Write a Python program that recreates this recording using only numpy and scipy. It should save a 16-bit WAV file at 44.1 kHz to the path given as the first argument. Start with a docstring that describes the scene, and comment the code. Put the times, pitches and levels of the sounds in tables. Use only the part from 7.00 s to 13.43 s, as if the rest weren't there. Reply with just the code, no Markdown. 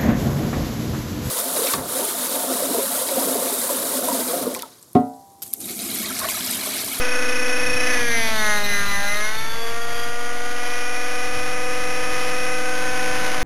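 """A small model helicopter climbs over a field, heard through a toy-grade recorder with a breeze on its microphone.
At first the two-stroke fires about 250 times a second; near 0.9 s it bogs down under load, to 200 by 2 s.
It then recovers, back near full speed by 4.5 s, as gusts come and go. Sines locked to one crank make the
bark, whine and hums; a second path sweeps notches through the engine and gears, and shaped noise makes rush and wind.
Last, the recorder samples slowly, holds each value, cuts the top and sits off zero."""
import sys
import numpy as np
from scipy import signal
from scipy.fft import rfft, irfft
from scipy.io import wavfile
from scipy.ndimage import uniform_filter1d

SR = 44100
rng = np.random.default_rng(int(sys.argv[2]) if len(sys.argv) > 2 else 0)


def wav_record(signal):
    """Record a signal, one row per channel, as 16-bit PCM in the file named by sys.argv[1]."""
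    frames = np.transpose(np.atleast_2d(signal))
    bounded = np.clip(frames, -1, 1)
    # unit amplitude maps onto the largest positive 16-bit level
    quanta = np.round(bounded * 32767).astype(np.int16)
    wavfile.write(sys.argv[1], SR, quanta)


N = 283563
TIME_S = np.arange(N) / SR


def from_db(db):
    """Amplitude gain of a level in dB."""
    return 10 ** (np.asarray(db) / 20)


def rms_one(x):
    """Scale to unit rms."""
    return x / np.sqrt(np.mean(x ** 2) + 1e-20)


def in_time(rows):
    """Read every column of a timed table at each sample, with straight lines between rows."""
    seconds, *columns = np.transpose(rows)
    return [np.interp(TIME_S, seconds, column) for column in columns]


def drift(rate_hz):
    """Slow random wander of spread 1: noise through two equal low-pass poles, made at every 40th sample."""
    step = 40
    pole = np.exp(-2 * np.pi * rate_hz * step / SR)
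    noise = rng.standard_normal(N // step + 2002)
    slow = signal.lfilter([1], [1, -2 * pole, pole ** 2], noise)[2000:]  # drop the filter's start-up
    return np.interp(np.arange(N) / step, np.arange(len(slow)), rms_one(slow))


def coloured(spectrum):
    """Unit-rms noise shaped by (frequency [Hz], relative level [dB]) points on a log frequency axis."""
    hz, db = np.transpose(spectrum)
    bins_hz = np.maximum(np.arange(N // 2 + 1) * SR / N, 1)
    gain = from_db(np.interp(np.log(bins_hz), np.log(hz), db))
    return rms_one(irfft(rfft(rng.standard_normal(N)) * gain, N))


def tone(angle, db):
    """A sine of given rms level that flutters in the moving air, its start offset by up to half a cycle."""
    level = np.sqrt(2) * from_db(db + 0.76 * drift(13.6))
    return level * np.sin(angle + rng.uniform(0, np.pi))


# gusts on the microphone: (centre time [s], length between 1/e points [s], level before flutter [dB])
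GUSTS = [(0.693, 0.17, -33.5), (.96, 0.17, -42), (1.12, .2, -43), (1.405, 0.3, -44), (1.727, .15, -43),
         (1.98, .15, -41), (2.407, 0.086, -37), (2.964, 0.21, -44), (4.35, 0.22, -45), (4.553, 0.11, -45),
         (4.79, 0.29, -46), (5.445, .15, -45), (6.068, 0.27, -39)]


def wind():
    """Lumpy low rumble on the microphone port: a light breeze, and gusts that swell and fade."""
    rumble = coloured([(12, -40), (30, -1), (60, -11.0), (140, -8), (260, -23.0), (600, -29.5)])
    breeze = from_db(-45 + 4.0 * drift(4.9))
    gusts = 0
    for centre_s, length_s, db in GUSTS:
        gusts = gusts + from_db(db) * np.exp(-(2 * (TIME_S - centre_s) / length_s) ** 2)
    return (breeze + gusts * from_db(2.5 * drift(21))) * rumble


# spectrum of the air rush: (frequency [Hz], relative level [dB])
RUSH_SPECTRUM = [(90, -42), (170, -16.5), (280, -4), (400, -4), (600, 1), (900, -2), (1400, 0.5),
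                 (2200, 1.5), (3000, -3), (4000, -10), (6000, -7), (9000, -51)]


def air_rush(crank, rotor, load, rush_db):
    """Noise of moving air that puffs with each firing and swells twice per rotor turn; load adds bright hiss."""
    puffs = 1 + 0.097 * np.cos(crank)
    blade_swells = 1 + 0.17 * np.cos(2 * rotor)
    hiss = coloured([(1500, -68), (2800, 2), (4000, 6.0), (6000, -31), (9000, -20)])
    noise = coloured(RUSH_SPECTRUM) + load * from_db(-4.0) * hiss
    return from_db(rush_db + 0.73 * drift(13.0)) * puffs * blade_swells * noise


def rotor_hums(rotor, tail_db, shaft_db, low_db):
    """Tail blades, drive shaft with its octave, and a low hum, each turning at a fixed multiple of the rotor."""
    return (tone(9 * rotor, tail_db) + tone(10.5 * rotor, shaft_db)
            + tone(21 * rotor, shaft_db - 8) + tone(6 * rotor, low_db))


# overtone of the gear whine: (time [s], level before flutter [dB])
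OVERTONE = [(0, -61), (.9, -46), (1.3, -43), (1.6, -34), (1.95, -35), (2.2, -42), (2.4, -35.5),
            (2.6, -37.5), (3.3, -44.5), (6.43, -60)]
PINION_TEETH = 10
# the whine throbs deeply until the rotor takes the load; depths are fractions of its amplitude
THROB_BEFORE, THROB_AFTER, THROB_FADES_S = 0.82, 0.049, (1, 1.13)


def gear_whine(crank, rotor, gear_db):
    """Pinion teeth meshing, a tone and a rougher octave above, throbbing once per rotor turn."""
    mesh = PINION_TEETH * crank
    overtone_db = in_time(OVERTONE)[0] + 3.1 * drift(30) + 1.6 * drift(2.7)
    overtone = tone(2 * mesh + 0.93 * drift(43), overtone_db)
    depth = np.interp(TIME_S, THROB_FADES_S, [THROB_BEFORE, THROB_AFTER])
    return (tone(mesh, gear_db) + overtone) * (1 + depth * np.cos(rotor))


# multiples of the firing rate in the bark: (order)
BARK_ORDERS = [3, 4, 5, 6, 7, 8, 9, 11, 12, 13, 14, 15, 16, 18, 19, 21]
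# exhaust bark, one row per order, levels relative to the whole bark:
# (running free [dB], under load [dB], throb depth per rotor turn when unloaded [fraction])
BARK = [(-4, -3, 0.14), (-5, -3, 0.12), (-4, -5, -0.22), (0, -0.5, 0.011), (-6, 2.5, 0.0026),
        (-4.5, 4, 0.23), (-14.5, 8, -0.22), (-38, -7.5, .05), (-15.5, -11, 0.26), (-22, -9, .05),
        (-19.5, -5.5, .05), (-23.5, -7, .05), (-23, -7, -0.033), (-23, -3, .05), (-13.5, -11, .05),
        (-19.5, -3, -0.08)]
# silencer resonances: (centre [Hz], half-width to 1/e of the dB lift [Hz], lift at full load [dB])
SILENCER = [(1720, 210, 2.5), (2030, 50, 1), (2455, 59, 14.5)]
# as the load first bites, the seventh order surges while the sixth sags
BITE_S, BITE_LENGTH_S, BITE_DB = 0.96, 0.54, {7: 4.0, 6: -8}


def exhaust_bark(crank, rotor, speed_hz, load, bark_db):
    """Harmonics of the firing, rebalanced by load and lifted as they pass through the silencer's resonances."""
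    bite = np.exp(-(2 * (TIME_S - BITE_S) / BITE_LENGTH_S) ** 2)
    bark = np.zeros(N)
    for order, (free_db, loaded_db, depth) in zip(BARK_ORDERS, BARK):
        lift_db = sum(db * np.exp(-((order * speed_hz - hz) / width_hz) ** 2)
                      for hz, width_hz, db in SILENCER)
        db = bark_db + free_db + load * (loaded_db - free_db + lift_db)
        db = db + BITE_DB.get(order, 0) * bite
        throb = 1 + (1 - load) * depth * np.cos(rotor)
        bark += tone(order * crank, db) * throb
    return bark


# second path from the airframe, its lag swinging as the craft turns: (time [s], lag [ms], negative = leads)
ECHO_LAG = [(0, -.61), (1.09, -.54), (1.18, -.38), (1.4, -.2), (1.63, .27), (1.87, .79), (2.28, 1.93),
            (2.43, 2.24), (2.8, 2.7), (3.9, 2.56), (4.7, 2.41), (5.3, 2.38), (5.9, 2.71), (6.43, 2.7)]
ECHO_DB = -3


def two_paths(x):
    """Direct sound plus a weaker, duller copy; together they cut moving notches."""
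    dull = uniform_filter1d(x, size=11)
    samples = np.arange(N)
    lag = in_time(ECHO_LAG)[0] * SR / 1000
    return x + from_db(ECHO_DB) * np.interp(samples - lag, samples, dull)


# engine speed as heard: (time [s], firings per second [Hz])
SPEED = [(0, 248.6), (.8, 249.5), (.91, 249.6), (1.07, 236.8), (1.2, 227.6), (1.42, 214.2), (1.6, 206.4),
         (1.8, 201.9), (1.98, 200.6), (2.08, 202.7), (2.27, 214.2), (2.4, 221.7), (2.6, 229.6),
         (2.85, 234.6), (3.3, 240.2), (4.0, 245.5), (4.45, 248.6), (5.2, 250.0), (5.9, 251.4),
         (6.43, 250.8)]
GEAR_RATIO = 8.5  # crank turns per rotor turn
# near full speed the drive runs slack and the crank leads and lags; below it the drive is pulled taut
TAUT_BELOW_HZ, SLACK_ABOVE_HZ = 239, 245
WOBBLE_TAUT_RAD, WOBBLE_SLACK_RAD = 0.0083, 0.16


def crank_and_rotor(speed_hz):
    """Angles in radians: the crank leads and lags once per rotor turn, and never runs quite evenly."""
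    mean_crank = 2 * np.pi * np.cumsum(speed_hz) / SR
    rotor = mean_crank / GEAR_RATIO + 2.4
    wobble = np.interp(speed_hz, [TAUT_BELOW_HZ, SLACK_ABOVE_HZ], [WOBBLE_TAUT_RAD, WOBBLE_SLACK_RAD])
    return mean_crank + wobble * np.sin(rotor) + 0.017 * drift(44), rotor


# as the craft turns and drifts, levels before flutter:
# (time [s], air rush [dB], second order [dB], bark [dB], gear whine [dB])
LEVELS = [(0, -28, -30, -34.5, -27), (.75, -31, -29.5, -34, -25), (.93, -27.5, -31, -30, -27),
          (1.06, -30.5, -32.5, -35, -34), (1.3, -32.5, -44, -32.5, -30), (1.75, -32.5, -41, -36.5, -28),
          (2.22, -33, -45.5, -36.5, -29), (2.42, -34, -53, -39.5, -38), (2.62, -33.5, -37, -37, -46),
          (3.4, -33, -37.5, -37, -48), (3.75, -32.5, -37.5, -36.5, -34), (4.6, -33, -34, -35.5, -35.5),
          (5.2, -29.5, -34, -34, -36), (5.6, -33, -31, -35, -32.5), (6.1, -28, -29, -34, -36),
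          (6.43, -28, -33, -35.5, -43.5)]
# firing tone and rotor-locked hums, levels before flutter:
# (time [s], firing [dB], tail blades [dB], drive shaft [dB], low hum [dB])
HUMS = [(0, -45.5, -41.5, -43, -77), (.9, -44, -41, -38.5, -55), (1.3, -43, -40, -50, -71),
        (2.2, -43, -59, -53, -74), (2.5, -47, -53.5, -62, -59), (3.2, -59, -48, -50, -70),
        (4.5, -53, -47.5, -42, -51), (6.43, -45, -45.5, -39, -45)]
# load on the rotor, which brightens the bark: (time [s], load [0-1])
LOAD = [(0, 0.2), (.8, 0.28), (.98, 0.33), (1.15, 0.88), (2.3, 0.68), (2.6, 0.08), (3.3, 0), (3.8, 0.31),
        (5, 0.08), (6.43, 0.26)]


def helicopter():
    """Exhaust, gears, blades and air rush, all locked to one crank; exhaust and gears take two paths."""
    rush_db, second_db, bark_db, gear_db = in_time(LEVELS)
    first_db, tail_db, shaft_db, low_db = in_time(HUMS)
    load, speed_hz = in_time(LOAD)[0], in_time(SPEED)[0]
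    crank, rotor = crank_and_rotor(speed_hz)
    engine = tone(crank, first_db) + tone(2 * crank, second_db)
    engine += exhaust_bark(crank, rotor, speed_hz, load, bark_db)
    engine_and_gears = two_paths(engine + gear_whine(crank, rotor, gear_db))
    hums = rotor_hums(rotor, tail_db, shaft_db, low_db)
    return engine_and_gears + hums + air_rush(crank, rotor, load, rush_db)


def scene():
    """The craft above the field, wind at the microphone."""
    return (wind() + helicopter())[None]


SAMPLE_HZ, CUTOFF_HZ = 8000, 12800
OFFSET = -.1664  # fraction of full scale


def record(dry):
    """Unfiltered slow sampling folds the treble down; holding each value mirrors the sound above; the top is cut."""
    held = np.floor(np.arange(N) * SAMPLE_HZ / SR) * SR / SAMPLE_HZ  # position of the latest slow sample
    steps = np.interp(held, np.arange(N), dry[0])
    top_cut = signal.ellip(12, .3, 70, CUTOFF_HZ, fs=SR, output="sos")
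    return OFFSET + signal.sosfilt(top_cut, steps)[None]


dry = scene()
out = record(dry)
wav_record(out)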